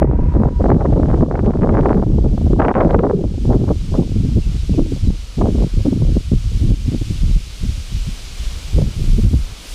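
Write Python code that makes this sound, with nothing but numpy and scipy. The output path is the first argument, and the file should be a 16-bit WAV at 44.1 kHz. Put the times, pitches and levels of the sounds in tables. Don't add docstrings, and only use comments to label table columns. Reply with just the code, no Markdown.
import sys
import numpy as np
from scipy import signal
from scipy.fft import rfft, irfft, next_fast_len
from scipy.io import wavfile
from scipy.ndimage import uniform_filter1d

SR = 44100
rng = np.random.default_rng(int(sys.argv[2]) if len(sys.argv) > 2 else 0)


def pcm_store(signal):
    levels = np.round(np.clip(np.atleast_2d(signal), -1, 1) * 32767)
    wavfile.write(sys.argv[1], SR, levels.astype(np.int16).T)


N = 429534
REACH_HZ_PER_SPEED = 200


def from_db(db):
    return 10 ** (np.asarray(db) / 20)


def rms_one(x):
    return x / np.sqrt(np.mean(x ** 2) + 1e-20)


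def in_time(rows):
    times, *columns = np.transpose(rows)
    return [np.interp(np.arange(N) / SR, times, column) for column in columns]


def drift(rate_hz):
    step = 40
    r = np.exp(-2 * np.pi * rate_hz * step / SR)
    white = rng.standard_normal(N // step + 2002)
    slow = signal.lfilter([1], [1, -2 * r, r * r], white)[2000:]
    return np.interp(np.arange(N) / step, np.arange(len(slow)), rms_one(slow))


def coloured(points):
    size = next_fast_len(N)
    hz = np.maximum(np.arange(size // 2 + 1) * SR / size, 1)
    points_hz, points_db = np.transpose(points)
    gain = from_db(np.interp(np.log(hz), np.log(points_hz), points_db, left=-120, right=-120))
    return rms_one(irfft(rfft(rng.standard_normal(size)) * gain, size)[:N])


def filtered(x, order, hz, kind):
    return signal.sosfilt(signal.butter(order, hz, kind, fs=SR, output="sos"), x)


STEADY_SHARE, STEADY_MAX_SPEED = 0.34, 2.8


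def rumble(lumps_db, gusty):
    level_db, speed = air()
    gust = np.tanh(1.01 * drift(24.3) + 0.55 * drift(67.4))
    steady_speed = np.minimum(STEADY_SHARE * speed, STEADY_MAX_SPEED)
    reach_hz = REACH_HZ_PER_SPEED * steady_speed * np.exp(gusty * gust)
    white = rng.standard_normal((2, N + SR))
    edges = 14 * 2 ** np.arange(0, 8, .5)
    out = 0
    for k, (low, high) in enumerate(zip(edges, edges[1:])):
        band = filtered(white[k % 2], 3, [low, high], "band")[SR:]
        above_hz = max(np.sqrt(low * high) - 38, 0)
        out = out + band * from_db(-30 * above_hz / reach_hz + lumps_db * drift(10.9))
    return from_db(level_db + 32) * out


# (time [s], level [dB], air speed [m/s])
BREEZE = [(0, -24.5, 3.25), (3, -26, 3.68), (5, -30, 1.73), (5.2, -30.5, 1.8), (5.36, -32, 0.77),
          (5.7, -28, 1.47), (7.3, -27, 1.7), (7.5, -33, 1.27), (8.6, -30.5, 1.3), (8.95, -28.5, 2.4),
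          (9.45, -24, 1.25), (9.6, -38.5, 1.2), (9.74, -29.5, 1.1)]
# (start [s], length [s], level [dB], air speed of their eddies [m/s])
GUSTS = [(0, 0.31, -18, 4.96), (0.351, 0.13, -15.5, 7.05), (.56, 0.043, -19, 3.9), (0.617, .16, -19.5, 8.1),
         (0.804, 0.44, -19, 6.8), (1.295, 0.29, -22.5, 8.8), (1.618, 0.41, -21.5, 8.66),
         (2.057, 0.28, -19.5, 4.38), (2.411, 0.23, -19, 4.8), (2.595, .11, -24.5, 11.7),
         (2.757, .08, -22.5, 13), (2.852, 0.23, -19.5, 8.3), (3.137, 0.14, -27, 5.25),
         (3.293, 0.19, -30, 3.1), (3.455, 0.28, -21, 5), (3.769, 0.16, -26.5, 2.7),
         (3.92, 0.099, -22.5, 4.8), (4.044, .37, -21, 3.64), (4.465, 0.18, -22, 2.66),
         (4.692, 0.18, -20.5, 3.2), (4.87, .17, -25, 3.1), (5.045, 0.069, -13.5, 3.06),
         (5.381, 0.28, -21, 4.8), (5.744, 0.07, -17.5, 3.7), (5.857, 0.11, -29.5, 4.3),
         (6.005, 0.18, -17.5, 3.6), (6.327, 0.038, -15, 2.5), (6.452, 0.11, -16, 2.47),
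         (6.601, 0.12, -17, 3.2), (6.774, 0.21, -28, 3.3), (7.084, 0.098, -20, 2.15),
         (7.224, 0.16, -13.5, 2.52), (7.614, 0.088, -21.5, 2.9), (7.71, 0.073, -24, 1.9),
         (7.904, .2, -23.5, 2.06), (8.397, 0.18, -21.5, 0.96), (8.739, 0.14, -16.5, 3.27),
         (8.968, 0.42, -17.5, 2.9)]
GUST_RISE_S, GUST_FALL_S = .025, 0.0406


def air():
    t = np.arange(N) / SR
    breeze_db, breeze_speed = in_time(BREEZE)
    power = from_db(breeze_db) ** 2
    flow = power * breeze_speed
    for start, length, level_db, speed in GUSTS:
        rise = (t - start) / GUST_RISE_S + 1
        fall = (start + length - t) / GUST_FALL_S + 1
        shape = np.clip(np.minimum(rise, fall), 0, 1)
        gust_power = (from_db(level_db) * shape ** 2) ** 2
        power = power + gust_power
        flow = flow + gust_power * speed
    return 10 * np.log10(power), flow / power


def scattered(gap_s, full_db, db_per_doubling, full_speed, spread_db):
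    lots = rng.standard_normal((int(N / SR / gap_s) - 2, 4))
    times = gap_s * (np.arange(len(lots)) + 1.5 + .5 * np.tanh(lots[:, 0]))
    speed = air()[1][(times * SR).astype(int)]
    level_db = full_db + db_per_doubling * np.log2(np.minimum(speed / full_speed, 1))
    level_db = level_db + spread_db * lots[:, 1]
    return times, level_db, speed * np.exp(0.2483 * lots[:, 2]), np.exp(0.297 * lots[:, 3])


# (time of centre [s], level [dB], length at half power [s], nominal air speed [m/s])
SET_PUFFS = [(0.023, -8, 0.0094, 6.2), (0.047, -8, 0.0072, 5.5), (0.129, -21.5, 0.034, 5.5),
             (0.197, -16.5, 0.016, 5.1), (0.369, -11.5, .009, 4.1), (0.464, -8.5, 0.013, 3.9),
             (0.657, -14, .012, 8.7), (0.698, -15, .016, 6.9), (0.719, -4.5, 0.0086, 9.3),
             (0.748, -5, 0.016, 4.4), (0.771, -5, 0.0084, 3.4), (0.809, -18, .011, 8.5),
             (0.858, -12, .009, 8.8), (0.988, -12.5, 0.036, 6.05), (1.135, -25, 0.016, 10.5),
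             (1.236, -9, .011, 3.93), (1.324, -26, .013, 9.2), (1.479, -8, 0.024, 7.5),
             (1.507, -9.5, 0.0038, 10.5), (1.643, -21, 0.009, 7.4), (1.699, -12, .011, 6.1),
             (1.754, -18, 0.019, 8.2), (1.787, -14.5, 0.02, 10.1), (1.885, -15, 0.0089, 6.2),
             (1.912, -13, .023, 8.2), (2.244, -16, 0.014, 6.2), (2.38, -21, 0.0078, 6),
             (2.537, -8.5, 0.0083, 4.4), (2.611, -11, 0.03, 12.9), (2.653, -11.5, 0.015, 16.9),
             (2.688, -6.5, 0.012, 13.4), (2.712, -8.5, 0.017, 10.9), (2.773, -7, 0.024, 13),
             (2.804, -8.5, 0.032, 12.5), (2.862, -4.5, .021, 6.9), (2.906, -16.5, 0.019, 12.3),
             (2.951, -6, 0.022, 8.8), (2.992, -10, 0.018, 8.4), (3.043, -7, 0.023, 8.35),
             (3.105, -11.5, .015, 8.7), (3.156, -11.5, 0.025, 3.7), (3.194, -11.5, 0.01, 3.7),
             (3.243, -13, .014, 5.36), (3.472, -22, 0.0093, 2.7), (3.505, -10.5, 0.024, 5.6),
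             (3.556, -10, 0.021, 4.7), (3.711, -10, .014, 6.65), (3.987, -8, 0.015, 3.97),
             (4.008, -13, 0.016, 4.5), (4.237, -15, .045, 2.4), (4.371, -9.5, .026, 3.25),
             (4.706, -15.5, 0.023, 2.9), (4.8, -12.5, 0.034, 4.2), (4.927, -16, 0.012, 2.76),
             (5.103, -20, 0.0083, 5), (5.385, -25, 0.0071, 3.8), (5.417, -13.5, 0.02, 6.7),
             (5.438, -12, 0.011, 5.2), (5.455, -15, 0.0107, 7.35), (5.491, -12.5, .016, 5.05),
             (5.553, -21, .016, 4.8), (5.583, -24, 0.015, 6.3), (5.622, -17.5, 0.033, 5.9),
             (5.864, -14, 0.017, 5.7), (5.931, -13.5, 0.03, 3.2), (5.975, -14.5, 0.023, 2.34),
             (6.17, -12, .013, 3.92), (6.33, -9, 0.019, 2.93), (6.64, -20, 0.02, 3.16),
             (6.721, -19.5, .026, 4.35), (6.887, -14, 0.014, 2.48), (6.944, -18.5, 0.037, 3.6),
             (7.017, -15, 0.012, 3.3), (7.108, -17, 0.015, 2.9), (7.64, -24, 0.021, 2.76),
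             (8.082, -18, .024, 1.55), (8.787, -15, .017, 4), (8.821, -20, 0.0093, 5.5),
             (9.19, -14.5, 0.015, 3.46), (9.252, -27, .017, 2.4), (9.342, -7.5, 0.014, 2.7)]
PUFF_GAP_S, PUFF_DB, PUFF_DB_PER_DOUBLING = .019, -19.5, 14.5
PUFF_FULL_SPEED, PUFF_SPREAD_DB, PUFF_S = 5.1, 4, .011


def puffs(swell, jitter, sharp_db, sharp_share):
    out = np.zeros(N)
    fine, size = 32, 2 ** 13
    pitch = np.arange(size // 2 + 1) * fine / size
    broad = from_db(-45 * pitch ** 1.5) * pitch / (pitch + .1)
    sharp = from_db(sharp_db - 36 * pitch) * pitch / (pitch + .2)
    jerks = np.exp(jitter * np.tanh(drift(78.3)))
    times, levels_db, speeds, stretch = scattered(
        PUFF_GAP_S, PUFF_DB, PUFF_DB_PER_DOUBLING, PUFF_FULL_SPEED, PUFF_SPREAD_DB)
    chance_puffs = zip(times, levels_db, PUFF_S * stretch, speeds)
    for time, level_db, length, speed in [*SET_PUFFS, *chance_puffs]:
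        dense, sizes, lots = rng.standard_normal(size), rng.standard_normal(size), rng.random(size)
        lone = sizes * (lots < sharp_share) / np.sqrt(sharp_share)
        eddies = irfft(rfft(dense) * broad + rfft(lone) * sharp, size)
        half = int(1.05 * length * SR)
        at = round(time * SR) - half + np.arange(2 * half)
        inside = (at >= 0) & (at < N)
        at, bump = at[inside], np.hanning(2 * half)[inside]
        speed_now = speed * jerks[at] * (1 - swell + swell * bump)
        place = np.cumsum(REACH_HZ_PER_SPEED * speed_now) * fine / SR
        passing = np.interp(place % size, np.arange(size), eddies)
        out[at] += from_db(level_db) * rms_one(bump ** .5 * jerks[at] * passing)
    return filtered(out, 2, 90, "high")


# (time [s], peak level [dB], width from peak to zero crossing [ms])
SET_SNAPS = [(0.029, -1, 0.28), (0.1132, -4.5, 0.47), (0.1895, -8, 0.62), (0.3662, -10, .4),
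             (0.4354, -1.5, 0.51), (0.6565, -24, .37), (0.7032, 4, 0.31), (0.7456, -15, 0.32),
             (0.8094, -7, 0.4), (0.857, -22, 0.41), (1.033, -4, 0.48), (1.0584, -14, 0.36),
             (1.1143, -8.5, 0.41), (1.3128, -1, .42), (1.355, -4, 0.39), (1.3926, -4.5, 0.35),
             (1.462, -20.5, 0.14), (1.508, -17, .25), (1.537, -13, 0.38), (1.638, -23, 0.48),
             (1.6733, -1, 0.47), (1.7524, -8.5, 0.31), (1.7712, -1, 0.34), (1.7904, -6, 0.38),
             (1.8632, -10, 0.37), (1.894, -6, 0.35), (1.9305, -5, 0.39), (2.0265, -0.5, 0.55),
             (2.379, -10.5, 0.56), (2.5335, -15, 0.38), (2.594, -14, 0.33), (2.606, 6.5, 0.4),
             (2.6836, 7.5, 0.2), (2.742, -6, 0.24), (2.7528, 2, .28), (2.8076, -8, 0.2), (2.8487, -7, .32),
             (2.9083, -9, 0.16), (2.9914, -8, .2), (3.0985, -1, 0.43), (3.546, -16, 0.5),
             (3.711, -15, 0.54)]
SNAP_GAP_S, SNAP_DB, SNAP_DB_PER_DOUBLING = .01, -19, 28
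SNAP_FULL_SPEED, SNAP_SPREAD_DB, SNAP_MS = 6.63, 4, 0.47


def snaps():
    out, around = np.zeros(N), np.arange(-300, 300)
    times, levels_db, _, stretch = scattered(
        SNAP_GAP_S, SNAP_DB, SNAP_DB_PER_DOUBLING, SNAP_FULL_SPEED, SNAP_SPREAD_DB)
    chance_snaps = zip(times, levels_db, SNAP_MS * stretch)
    for time, level_db, width_ms in [*SET_SNAPS, *chance_snaps]:
        u = around / (width_ms * SR / 1000)
        pulse = (1 - u ** 2) / (1 + u ** 2) ** 2
        out[round(time * SR) + around] += from_db(level_db) * pulse * np.hanning(len(u))
    return out


# (start [s], length [s], start frequency [Hz], end frequency [Hz], level [dB])
HOWLS = [(2.589, 0.14, 625, 588, -28), (2.74, .55, 599, 329.2, -18), (4.19, .22, 261.4, 218.6, -29),
         (4.763, 0.19, 330, 258.4, -27.5), (5.839, .16, 289.3, 239.3, -22), (6.619, 0.14, 301, 261, -29.5),
         (6.909, 0.088, 289, 240, -24.5)]
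HOWL_WIDTH_SHARE = 0.079


def howl(flutter_db):
    out, flaps = np.zeros(N), from_db(flutter_db * drift(25))
    for start, length, from_hz, to_hz, level_db in HOWLS:
        first, count = round(start * SR), int(length * SR)
        at = slice(first, first + count)
        phase = 2 * np.pi * np.cumsum(np.linspace(from_hz, to_hz, count)) / SR
        a, b = (drift(HOWL_WIDTH_SHARE * from_hz)[at] for _ in range(2))
        band = a * np.cos(phase) + b * np.sin(phase)
        out[at] += from_db(level_db) * np.hanning(count) ** 0.31 * band
    return flaps * out


# (time [s], level [dB], extra treble [dB])
STEAM = [(0.03, -63.5, -18), (0.45, -55, -12), (0.9, -50.5, -10), (1.65, -54.5, -11), (2.49, -49, -2.5),
         (3.16, -49, -6.5), (3.52, -45.5, -4), (4.68, -43.5, -4), (6.28, -43, -2.5), (7.2, -40, -1.5),
         (8.6, -38, -1), (9.33, -40, 2.1), (9.55, -41, -1), (9.74, -37, 4.5)]
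# (frequency [Hz], relative spectral level [dB])
STEAM_COLOUR = [(880, -37), (1500, -10.5), (1770, -10.5), (2250, -2.5), (2700, -2.5), (2860, 0),
                (5150, -2.5), (10000, -11.5), (11300, -17.5), (13400, -18.5), (15000, -23)]


def steam(flicker_db):
    level_db, treble_db = in_time(STEAM)
    jet = coloured(STEAM_COLOUR)
    top = filtered(jet, 2, 7000, "high")
    return from_db(level_db + flicker_db * drift(2.5)) * (jet + (from_db(treble_db) - 1) * top)


# (frequency [Hz], width of each of two cascaded resonators [Hz], relative level [dB])
WHISTLE_TONES = [(972, 30, -2), (943, 30, -4), (1560, 60, -19), (1955, 40, -19), (1900, 60, -23)]
WHISTLE_DB, WHISTLE_SINK_DB_PER_S, WHISTLE_END_S, WHISTLE_DIE_DB_PER_S = -39, 7, .58, 120


def whistle():
    out = 0
    for hz, width_hz, level_db in WHISTLE_TONES:
        r = np.exp(-np.pi * width_hz / SR)
        pole = [1, -2 * r * np.cos(2 * np.pi * hz / SR), r * r]
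        once = signal.lfilter([1, 0, -1], pole, rng.standard_normal(N + SR))
        tone = signal.lfilter([1], pole, once)[SR:]
        out = out + from_db(level_db) * rms_one(tone)
    t = np.arange(N) / SR
    fade_db = WHISTLE_SINK_DB_PER_S * t + WHISTLE_DIE_DB_PER_S * np.maximum(t - WHISTLE_END_S, 0)
    return from_db(WHISTLE_DB - np.minimum(fade_db, 100) + 1.8 * drift(8.9)) * out


# (start [s], length [s], start frequency [Hz], end frequency [Hz], peak level [dB])
BIRD = [(4.405, .07, 2800, 2550, -48), (4.554, 0.1, 4050, 3500, -51), (4.71, 0.078, 2800, 2360, -49),
        (4.75, .1, 4000, 3550, -58), (5.053, 0.053, 4050, 3800, -44), (5.07, .11, 2900, 2400, -61)]


def bird():
    out = np.zeros(N)
    for start, length, from_hz, to_hz, level_db in BIRD:
        first, count = round(start * SR), int(length * SR)
        note = np.sin(2 * np.pi * np.cumsum(np.linspace(from_hz, to_hz, count)) / SR)
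        out[first:first + count] += from_db(level_db) * np.sqrt(np.hanning(count)) * note
    return out


# (time [s], level [dB])
MURMUR = [(0, -41), (1.5, -56.5), (3.1, -51.5), (5, -49.5), (5.75, -46), (6.1, -49.5), (7.6, -47),
          (8.5, -43.5), (9.4, -45), (9.74, -42.5)]
# (frequency [Hz], relative spectral level [dB])
MURMUR_COLOUR = [(150, 7.5), (300, 0.5), (500, -1), (800, -6), (1300, -4), (1800, -10.5), (2500, -13),
                 (4000, -38.5)]


def murmur(flicker_db):
    level_db = in_time(MURMUR)[0] + flicker_db * drift(5.6)
    return from_db(level_db) * coloured(MURMUR_COLOUR)


def scene():
    wind = rumble(lumps_db=3.0, gusty=0.52)
    wind = wind + puffs(swell=0.4015, jitter=0.291, sharp_db=-2.5, sharp_share=.01)
    wind = wind + snaps() + howl(flutter_db=5.0)
    station = steam(flicker_db=0.48) + whistle() + bird() + murmur(flicker_db=1.0)
    return (wind + station)[None]


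LIMIT_DB, OVERSHOOT_FALL_DB_PER_S = -4, 26.5
DUCK_SHARE = .6
STOPBAND_HZ = 15400


def record(dry):
    x = filtered(dry, 2, 27, "high")
    over_db = np.maximum(20 * np.log10(np.abs(x[0]) + 1e-9) - LIMIT_DB, 0)
    ramp = OVERSHOOT_FALL_DB_PER_S * np.arange(N) / SR
    held_db = uniform_filter1d(np.maximum.accumulate(over_db + ramp) - ramp, size=200)
    x = 1.1 * np.tanh(x * from_db(-DUCK_SHARE * held_db) / 1.1)
    return signal.sosfilt(signal.cheby2(22, 60, STOPBAND_HZ, fs=SR, output="sos"), x)


dry = scene()
out = record(dry)
pcm_store(out)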